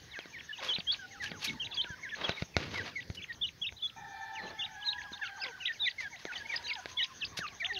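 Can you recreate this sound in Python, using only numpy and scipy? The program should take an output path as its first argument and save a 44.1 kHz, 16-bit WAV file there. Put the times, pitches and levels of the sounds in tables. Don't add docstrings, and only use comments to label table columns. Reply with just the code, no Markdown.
import sys
import numpy as np
from scipy import signal
from scipy.fft import rfft, irfft, next_fast_len
from scipy.io import wavfile
from scipy.ndimage import uniform_filter1d

SR = 44100
rng = np.random.default_rng(int(sys.argv[2]) if len(sys.argv) > 2 else 0)


def store_pcm(level_fs):
    pcm = np.round(np.clip(level_fs, -1, 1) * 32767).astype(np.int16)
    wavfile.write(sys.argv[1], SR, np.atleast_2d(pcm).T)


N = 343539


def bird_note(times, pitches, levels, octave_db, edge_s=0.0061):
    t = np.arange(int(times[-1] * SR - 1)) / SR
    place = np.interp(t, times, np.arange(len(times)))
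    stage, progress = place.astype(int), place % 1
    glide = .5 - .5 * np.cos(np.pi * progress ** np.where(stage == 2, 1.3, .75))
    rounded_top, plunge = 1 - (1 - glide) ** 1.8, progress ** 2.4
    ease = np.choose(stage, [np.sin(np.pi * progress / 2), glide, rounded_top, plunge])
    pitch = np.take(pitches, stage) + np.diff(pitches)[stage] * ease
    pitch *= 1 + 0.0087 * waver(len(t), 160).real
    phase = 2 * np.pi * np.cumsum(pitch) / SR
    edge = np.minimum(t / 2.6, 1.6 * (t[-1] - t)) / edge_s
    fade = np.sin(np.pi / 2 * np.clip(edge, 0, 1)) ** 2
    level_db = np.interp(t, *levels) + 1.6 * waver(len(t), 70).real
    leap_khz = np.clip(3 * (place - 2), 0, 1) * np.ptp(pitches[2:]) / 1000
    height = np.clip((pitch - pitches[-1]) / np.ptp(pitches), 0, 1)
    level_db += leap_khz * (1.7 * waver(len(t), 250).real - 2.2 * height)
    octave = amp(octave_db) * np.clip(2 - 3 * (place - 1.9), 0, 1) / (1 + (pitch / 2850) ** 20)
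    return np.sqrt(2) * amp(level_db) * fade * (np.sin(phase) + octave * np.sin(2 * phase))


# (time [s], length before the flip [s], crest pitch [Hz], low pitch [Hz],
# early level [dB], late level [dB], top pitch of the flip [Hz], flip level [dB])
PEEPS = [(0.128, 0.055, 2240, 1590, -56, -51.5, 3230, -53.5),
         (0.322, 0.058, 2420, 1810, -56, -53.5, 3350, -52),
         (0.522, 0.05, 2970, 2490, -46, -63, 3840, -50.5),
         (0.677, 0.051, 3403, 2990, -40.5, -38.5, 4090, -35.5),
         (.745, 0.029, 3300, 2320, -60, -56, 4650, -41.5),
         (0.865, 0.042, 3237, 3360, -38, -38, 4520, -36.5),
         (1.195, 0.057, 2020, 1600, -45.5, -48, 3070, -48), (1.242, 0.047, 1810, 1700, -48, -57, 4620, -51),
         (1.423, 0.042, 2700, 2380, -54, -48, 3830, -42.5),
         (1.593, 0.044, 3250, 2750, -39.5, -46, 3920, -41),
         (1.689, 0.043, 4150, 3340, -72, -53, 4830, -45.5), (1.703, 0.029, 3500, 2640, -58, -52, 3600, -58),
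         (1.763, 0.044, 3367, 3080, -41.5, -39.5, 4240, -40.5),
         (2.024, 0.06, 2190, 1560, -46, -50.5, 3390, -49.5),
         (2.108, 0.036, 1850, 1687, -48, -43, 4320, -57), (2.233, 0.056, 3360, 2620, -39.5, -54, 3970, -42),
         (2.768, 0.052, 2210, 1535, -50, -48, 3010, -53.5),
         (2.95, 0.049, 2213, 1950, -43, -46.5, 3780, -50.5),
         (3.166, 0.047, 3000, 2260, -49, -57, 3510, -45.5),
         (3.274, 0.044, 2090, 1845, -58, -43.5, 4820, -57),
         (3.409, 0.046, 3565, 2905, -37.5, -39, 3900, -44.5),
         (3.611, 0.046, 3400, 2613, -42, -44.5, 3760, -41.5),
         (3.758, 0.043, 4030, 3000, -59, -62.5, 3900, -56.5),
         (3.818, 0.045, 3567, 3347, -41, -41, 4090, -52.5), (4.457, 0.025, 3200, 2600, -56, -61, 4400, -56),
         (4.586, 0.043, 3530, 2790, -40, -41.5, 3800, -43),
         (4.802, 0.031, 3515, 2940, -65, -51.5, 4150, -53),
         (4.846, 0.046, 4160, 3814, -47.5, -38, 4250, -41.5),
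         (4.974, 0.038, 1910, 1654, -47, -51, 4440, -54), (5.107, 0.034, 4270, 3570, -80, -50.5, 4380, -55),
         (5.208, 0.065, 1780, 1363, -42.5, -50, 2540, -54),
         (5.214, 0.031, 2800, 2110, -57, -51, 4620, -49.5), (5.222, 0.046, 3600, 2720, -64, -50, 3550, -62),
         (5.391, 0.014, 4700, 4400, -71, -56, 5115, -43.5),
         (5.409, 0.047, 2740, 2000, -49, -49, 3470, -47.5),
         (5.598, .051, 2925, 2460, -47.5, -53.5, 3900, -34.5),
         (5.656, .06, 2075, 1805, -48, -43, 5110, -51.5), (5.791, 0.054, 3900, 3520, -45, -37, 3970, -37.5),
         (5.838, 0.048, 2550, 1947, -47.5, -38.5, 4780, -45.5),
         (6.117, 0.037, 2266, 1970, -58, -53.5, 4030, -56),
         (6.248, 0.067, 2170, 1440, -56, -50, 2620, -47.5), (6.334, 0.033, 3640, 2950, -69, -45, 4650, -51),
         (6.478, 0.029, 2450, 2304, -60, -44.5, 3750, -53), (6.509, 0.041, 2300, 1832, -47, -43, 5030, -37),
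         (6.631, 0.036, 4160, 3840, -55, -50, 4740, -45), (6.637, 0.024, 1760, 1660, -52, -58, 3160, -44.5),
         (6.681, 0.044, 2810, 2102, -44.5, -40.5, 5180, -44),
         (6.965, 0.045, 3480, 2904, -39, -39, 3900, -37), (6.977, 0.048, 2210, 1824, -46, -44, 5100, -44),
         (7.175, 0.064, 4720, 2585, -78, -42, 5140, -43.5),
         (7.395, 0.066, 1830, 1168, -45, -48, 4430, -45.5),
         (7.595, 0.043, 2366, 1790, -42.5, -43, 3620, -38),
         (7.68, 0.043, 2104, 1806, -47, -42.5, 4780, -45),
         (7.737, 0.038, 3900, 2750, -66, -43, 4400, -42.5)]
def quail_peeps():
    out = np.zeros(N)
    for start, slide_s, crest_hz, low_hz, early_db, late_db, top_hz, flip_db in PEEPS:
        crest_s = min(0.00532 * crest_hz / 1000, .6 * slide_s)
        start_hz = crest_hz * (1 - 0.1113 * crest_hz / 3000)
        flip_s = .023 + .0058 * low_hz / 1000
        times = [0, crest_s, slide_s, slide_s + .5 * flip_s, slide_s + flip_s]
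        pitches = [start_hz, crest_hz, low_hz, top_hz, 0.564 * low_hz]
        level_times = [.25 * slide_s, .75 * slide_s, slide_s, slide_s + .3 * flip_s, times[-1]]
        levels_db = [early_db, late_db, late_db, flip_db, flip_db - 3]
        add(out, start, bird_note(times, pitches, (level_times, levels_db), octave_db=-20))
    return out


# (time [s], length [s], start pitch [Hz], end pitch [Hz], level [dB])
CLUCKS = [(0.107, 0.06, 4080, 2500, -59), (0.485, 0.037, 1773, 1700, -47.5),
          (0.58, 0.027, 1072, 704, -54.5), (.6, 0.13, 550, 488, -62.5), (0.983, 0.077, 1620, 1456, -55),
          (1.103, 0.089, 2250, 1270, -60.5), (1.308, 0.064, 2060, 1370, -60),
          (1.478, 0.035, 2260, 2157, -46.5), (1.547, .05, 2150, 1700, -67),
          (1.841, 0.046, 1740, 1400, -55.5), (1.884, 0.065, 1744, 1524, -53),
          (2.364, 0.037, 2460, 2030, -52), (2.536, 0.031, 2710, 2060, -54.5),
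          (2.746, 0.056, 2230, 1936, -47.5), (4.347, 0.064, 3130, 1830, -51),
          (4.573, 0.041, 2200, 2100, -59), (5.397, 0.03, 3900, 2880, -62), (5.372, 0.041, 938, 805, -55.5),
          (5.448, .068, 548, 462, -59.5), (5.978, 0.035, 2210, 2010, -43), (6.009, 0.041, 2420, 2210, -53),
          (6.017, 0.066, 1870, 1600, -48.5), (6.348, 0.08, 2020, 1640, -54.5),
          (6.447, 0.019, 2170, 2200, -48.5), (6.75, 0.055, 940, 720, -54.5),
          (6.977, 0.036, 4050, 3500, -56), (7.203, .042, 1880, 1660, -60), (7.429, 0.054, 2900, 2417, -54),
          (7.618, 0.081, 657, 770, -61.5), (7.714, 0.088, 424, 362, -60.5)]
def quail_clucks():
    out = np.zeros(N)
    for start, length, start_hz, end_hz, db in CLUCKS:
        times = [0, 0.133 * length, length]
        pitches = [start_hz, start_hz + 0.087 * (end_hz - start_hz), end_hz]
        octave_db = max(7 - 15 * end_hz / 1000, -20)
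        add(out, start, bird_note(times, pitches, ([0], [db]), octave_db, edge_s=0.005))
    return out


def far_flock(count=110):
    out = np.zeros(N)
    for which, when, long, high, loud in rng.random((count, 5)):
        length, hz = .03 + .045 * long, 950 * 4. ** high ** 1.5
        start = abs(PEEPS[int(which * len(PEEPS))][0] + .3 * when - .1)
        times, pitches = [0, .2 * length, length], [hz, hz, .72 * hz]
        if not 2.9 < start < 4:
            add(out, start, bird_note(times, pitches, ([0], [-72 + 9 * loud]), -9., edge_s=.008))
    return out


# (frequency [Hz], relative level [dB])
GRIT_TONE = [(40, -3), (500, 3), (2300, -5), (4500, -15.5), (7000, -32), (16000, -41.5)]
# (start [s], end [s], level [dB], treble lift [dB per octave])
SCUFFS = [(0.56, 0.84, -49.5, 4), (0.62, 0.714, -46.5, 9.5), (0.903, 1.005, -52, 6),
          (1.21, 1.305, -48.5, 9.5), (1.383, 1.569, -46.5, 9), (1.436, 1.478, -29, 18),
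          (2.145, 2.423, -45, 1.5), (2.351, 2.477, -53, 7), (2.567, 2.723, -46.5, 4.5),
          (2.688, 2.891, -47, 5.5), (2.838, 2.938, -48.5, 5), (3.144, 3.168, -45, 14.5),
          (4.38, 4.58, -50, -2), (5.424, 5.508, -50.5, 4), (5.975, 6.103, -54.5, 9), (6.18, 6.25, -56, 8.5),
          (6.296, 6.466, -57, 6), (6.498, 6.657, -55, 5), (6.868, 6.96, -55.5, 8.5),
          (7.366, 7.409, -37.5, 12)]
def scuffs():
    out = np.zeros(N)
    for start, end, db, tilt_db in SCUFFS:
        size = round((end - start) * SR)
        grains = rng.standard_normal(size)
        grains *= amp(3.5 * np.minimum(rng.exponential(1, size), 5) + 4. * waver(size, 110).real)
        grit = filtered(grains, lambda hz: tone_db(GRIT_TONE, hz) + tilt_db * np.log2((hz + 50) / 2000))
        swell = np.interp(np.linspace(0, 1, size), [0, 0.28, 1], [0, 1, 0]) ** 1.2
        add(out, start, amp(db) * unit_level(grit) * swell)
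    return out


# (time [s], peak level [dB])
PECKS = [(1.242, -24), (1.4448, -31), (1.449, -30), (6.192, -44), (6.3215, -42), (6.4132, -40),
         (6.514, -38), (6.6275, -38), (7.6043, -38)]
def pecks(centre_hz=3200, fade_s=.002):
    out, t = np.zeros(N), np.arange(400) / SR
    for start, db in PECKS:
        click = (rng.standard_normal(len(t)) + 5 * (t == 0)) * amp(-60 * t / fade_s)
        snap = filtered(np.roll(click, 20), lambda hz: -2.5 * np.log2((hz + 50) / centre_hz) ** 2)
        add(out, start, amp(db) * snap / abs(snap).max())
    return out


# (highest pitch [Hz], relative level [dB], time to fade by 60 dB [s])
TICK_TONES = [(1700, -3.5, 0.018), (2260, 14.5, 0.003), (3900, 13.5, 0.0021), (740, 11, 0.0041)]
# (time [s], tick peak [dB], thump peak [dB], thump pitch [Hz])
KNOCKS = [(.19, -33, -48, 259), (0.257, -40.5, -45, 302), (0.785, -35.5, -38, 170),
          (1.317, -33.5, -42, 190), (1.845, -39.5, -47, 292), (1.904, -51, -38.5, 115),
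          (2.294, -18.5, -32.5, 110), (2.423, -26.5, -28, 129), (2.567, -12, -25.5, 93),
          (2.741, -35, -40, 99), (3.101, -38.5, -31, 102.5), (3.724, -41.5, -49.5, 69.5),
          (5.119, -47, -43, 260), (6.253, -28, -34.5, 330), (6.858, -29, -72, 202),
          (7.391, -31, -41.5, 147)]
def knocks():
    out, t = np.zeros(N), np.arange(3000) / SR
    for start, tick_db, thump_db, thump_hz in KNOCKS:
        tick = sum(-amp(db - 60 * t / fade_s) * np.sin(2 * np.pi * hz * rng.uniform(0.83, 1.0) * t)
                   for hz, db, fade_s in TICK_TONES)
        rise_s = 0.00014 * amp(-.4 * (tick_db + 10.5))
        tick *= np.minimum(t / rise_s, 1)
        rattle = amp(-39.5 - 60 * t / 0.083) * rng.standard_normal(len(t))
        thump = amp(-60 * t * thump_hz / 4.2) * np.sin(2 * np.pi * thump_hz * t)
        add(out, start, amp(tick_db) * (tick / abs(tick).max() + rattle))
        add(out, start, amp(thump_db) * thump / abs(thump).max())
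    return out


def yard_echo(sound, fade_s=0.09, echo_db=-11.5):
    delays = np.arange(80, 8000, 20)
    echoes = np.zeros(8020)
    strengths = rng.choice([-1., 1.], len(delays)) * amp(-60 * delays / SR / fade_s)
    echoes[delays + rng.integers(0, 20, len(delays))] = strengths
    return sound + amp(echo_db) * signal.oaconvolve(sound, echoes / np.linalg.norm(echoes))[:N]


# (time [s], hoarseness [0 is pure, 1 or more is all noise])
CROW_HOARSENESS = [(3.96, 1.26), (4.16, 0.6), (4.36, 0.6), (4.7, 1.08), (4.8, 0.2), (5.1, 0.7), (5.3, 0.92),
                   (5.76, 1.4)]
# (time [s], pitch [Hz], level [dB], octave level [dB])
CROW_VOICES = [
    [(3.96, 899, -60, -78), (3.98, 899, -58, -63), (4.05, 892, -58, -57.5), (4.1, 888, -67, -61),
     (4.15, 885, -55, -56.5), (4.36, 883.4, -52, -53.5), (4.4, 875.4, -58, -56.5), (4.56, 876, -65, -60.5),
     (4.73, 876.6, -60.5, -67), (4.77, 831.5, -62.5, -55), (5.0, 829, -62, -52.5), (5.1, 821, -65.5, -59.5),
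     (5.43, 777, -63.5, -54.5), (5.74, 747, -80, -63.5)],
    [(3.96, 803, -54, -73), (3.98, 800, -54.5, -81), (4.09, 798, -63, -70), (4.13, 787.4, -52.5, -62.5),
     (4.37, 789, -59, -68), (4.41, 799, -59, -75), (4.57, 797, -69, -85), (4.6, 791, -58, -64.5),
     (4.76, 755, -62, -64), (4.8, 790, -61, -74)],
]
def far_crowing(blur_hz=49):
    out = np.zeros(N)
    for voice, third_db in zip(CROW_VOICES, (-31.5, -13)):
        times, *columns = np.transpose(voice)
        t = np.arange(times[0], times[-1], 1 / SR)
        hz, base_db, octave_db = (np.interp(t, times, column) for column in columns)
        hoarseness = curve(CROW_HOARSENESS, t)
        for k, db in enumerate((base_db, octave_db, base_db + third_db, octave_db - 16), 1):
            add(out, times[0], amp(db) * rough_tone(k * hz, k * blur_hz, hoarseness))
    return out


# (start [s], end [s], start pitch [Hz], end pitch [Hz], level [dB])
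WHINES = [(0.952, 2.158, 755, 1029, -68.5), (2.171, 2.41, 3760, 3820, -60), (3.781, 4.722, 1323, 1308, -71),
          (4.383, 4.503, 4190, 4020, -62), (4.8, 5.165, 958, 995, -63), (6.394, 7.156, 898, 1063, -64.5),
          (7.204, 7.557, 1093, 1137, -69.5)]
def whines():
    out = np.zeros(N)
    for start, end, start_hz, end_hz, db in WHINES:
        size = round((end - start) * SR)
        tone = rough_tone(np.linspace(start_hz, end_hz, size), 0.054 * start_hz, 1)
        add(out, start, amp(db) * tone * signal.windows.tukey(size, .15))
    return out


# (time [s], throbs so far [count])
THROB_COUNT = [(0, -.32), (1.126, 8), (2.287, 17), (2.459, 18), (3.24, 24), (4.605, 35), (5.009, 38),
               (6.504, 50), (6.665, 51), (7.8, 59.93)]
# (time [s], boost [dB])
INSECT_SWELLS = [(0, -2), (1.5, 4), (3.3, -2), (7.79, 5.5)]
def insect(steady_share=.12):
    t = np.arange(N) / SR
    throb = (.5 + .5 * np.cos(2 * np.pi * curve(THROB_COUNT, t))) ** 2.3
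    wings = sum(amp(db) * (np.exp(2j * np.pi * hz * t) * waver(N, width_hz)).real
                for hz, width_hz, db in [(6490, 86, -70.5), (6075, 640, -67.5)])
    return wings * (steady_share + throb) * amp(curve(INSECT_SWELLS, t))


# (start [s], end [s], pitch [Hz], width [Hz], level [dB])
WIND_PUFF = (1.47, 1.58, 217, 149.5, -49)
def wind_puff():
    start, end, hz, width_hz, db = WIND_PUFF
    out, size = np.zeros(N), round((end - start) * SR)
    fade_db = np.interp(np.linspace(0, 1, size), [0, .04, .9, 1], [-20, 0, -6, -20])
    add(out, start, amp(db + fade_db) * rough_tone(np.full(size, hz), width_hz, 1))
    return out


# (time [s], level [dB])
GUSTS = [(0, -69), (2.55, -67), (2.62, -47.5), (2.9, -58), (3.301, -70), (5.9, -78), (7.79, -71.5)]
def wind():
    tone = [(30, -30.5), (90, 1), (200, -6), (500, -11), (2000, -62.5)]
    noise = unit_level(filtered(rng.standard_normal(N), lambda hz: tone_db(tone, hz)))
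    return noise * amp(curve(GUSTS, np.arange(N) / SR) + 5. * waver(N, 9.).real)


# (frequency [Hz], relative level [dB])
TOWN_TONE = [(25, 9.5), (100, 6.5), (370, -8.5), (900, -7), (1300, -11), (1700, -0.5), (2600, -9.5),
             (3400, -7.5), (5100, -11), (7000, -17.5)]
# (time [s], level [dB])
TOWN_LEVELS = [(0.0, -55), (0.78, -55.5), (2.84, -56.5), (3.66, -61), (4.21, -57.5), (5.529, -56.5),
               (6.01, -55.5), (6.51, -51), (7.79, -56)]
def town(rumble_db=-57):
    slices, hz = N // 256 + 5, np.fft.rfftfreq(1024, 1 / SR)
    real, imaginary, patches = rng.standard_normal((slices, 513, 3)).T
    patches = unit_level(uniform_filter1d(uniform_filter1d(patches, 14, 0), 30, 1))
    level_db = np.where(hz[:, None] > 250, curve(TOWN_LEVELS, np.arange(slices) * 256 / SR), rumble_db)
    shape_db = tone_db(TOWN_TONE, hz)
    spectrum = (real + 1j * imaginary) * amp(shape_db[:, None] + 3. 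* patches + level_db)
    wash = signal.istft(spectrum, nperseg=1024, noverlap=768)[1][:N]
    scale = 1024 * np.sqrt(np.mean(amp(2 * shape_db)) / 768)
    return wash / scale


def amp(db):
    return 10 ** (np.asarray(db) / 20)


def unit_level(sound):
    return sound / np.sqrt(np.mean(sound ** 2) + 1e-20)


def curve(points, t):
    return np.interp(t, *np.transpose(points))


def tone_db(points, hz):
    frequencies, levels = np.transpose(points)
    return np.interp(np.log(hz + 1), np.log(frequencies + 1), levels)


def add(mix, start_s, sound):
    part = mix[round(start_s * SR):][:len(sound)]
    part += sound[:len(part)]


def filtered(sound, db_at):
    size = next_fast_len(sound.shape[-1])
    gain = amp(db_at(np.fft.rfftfreq(size, 1 / SR)))
    return irfft(rfft(sound, size) * gain, size)[..., :sound.shape[-1]]


def waver(size, width_hz):
    smoothing = [1, -np.exp(-np.pi * width_hz / SR)]
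    noise = rng.standard_normal(size) + 1j * rng.standard_normal(size)
    noise = signal.lfilter([1], smoothing, signal.lfilter([1], smoothing, noise))
    return noise / np.sqrt(np.mean(abs(noise) ** 2))


def rough_tone(hz, blur_hz, hoarseness):
    share = np.clip(hoarseness, 0, 1)
    tone = np.exp(2j * np.pi * np.cumsum(hz) / SR)
    return np.sqrt(2) * (tone * (np.sqrt(1 - share ** 2) + share * waver(len(hz), blur_hz))).real


def scene():
    yard = yard_echo(quail_peeps() + quail_clucks() + far_flock() + scuffs() + knocks() + pecks())
    mono = yard + far_crowing() + whines() + wind_puff() + insect() + town() + wind()
    return np.array([mono, mono])


# (frequency [Hz], boost [dB])
MIC_TONE = [(25, -15), (70, 3), (6500, 7.5), (7100, -1.5), (8500, -13.5), (10800, -4), (12500, -11),
            (16000, -26.5)]
def record(dry, cutoff_hz=15750):
    hiss_tone = [(100, 2.5), (3000, -6), (8500, -12), (11000, -6.5), (16000, -1)]
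    hiss = filtered(rng.standard_normal((3, N)), lambda hz: tone_db(hiss_tone, hz))
    heard = filtered(dry, lambda hz: tone_db(MIC_TONE, hz))
    heard += amp(-66.5) * hiss[:2] + amp(-91.5) * hiss[2]
    low_pass = signal.firwin(511, cutoff_hz, window=("kaiser", 9), fs=SR)
    return signal.oaconvolve(heard, low_pass[None], "same")


dry = scene()
out = record(dry)
store_pcm(out)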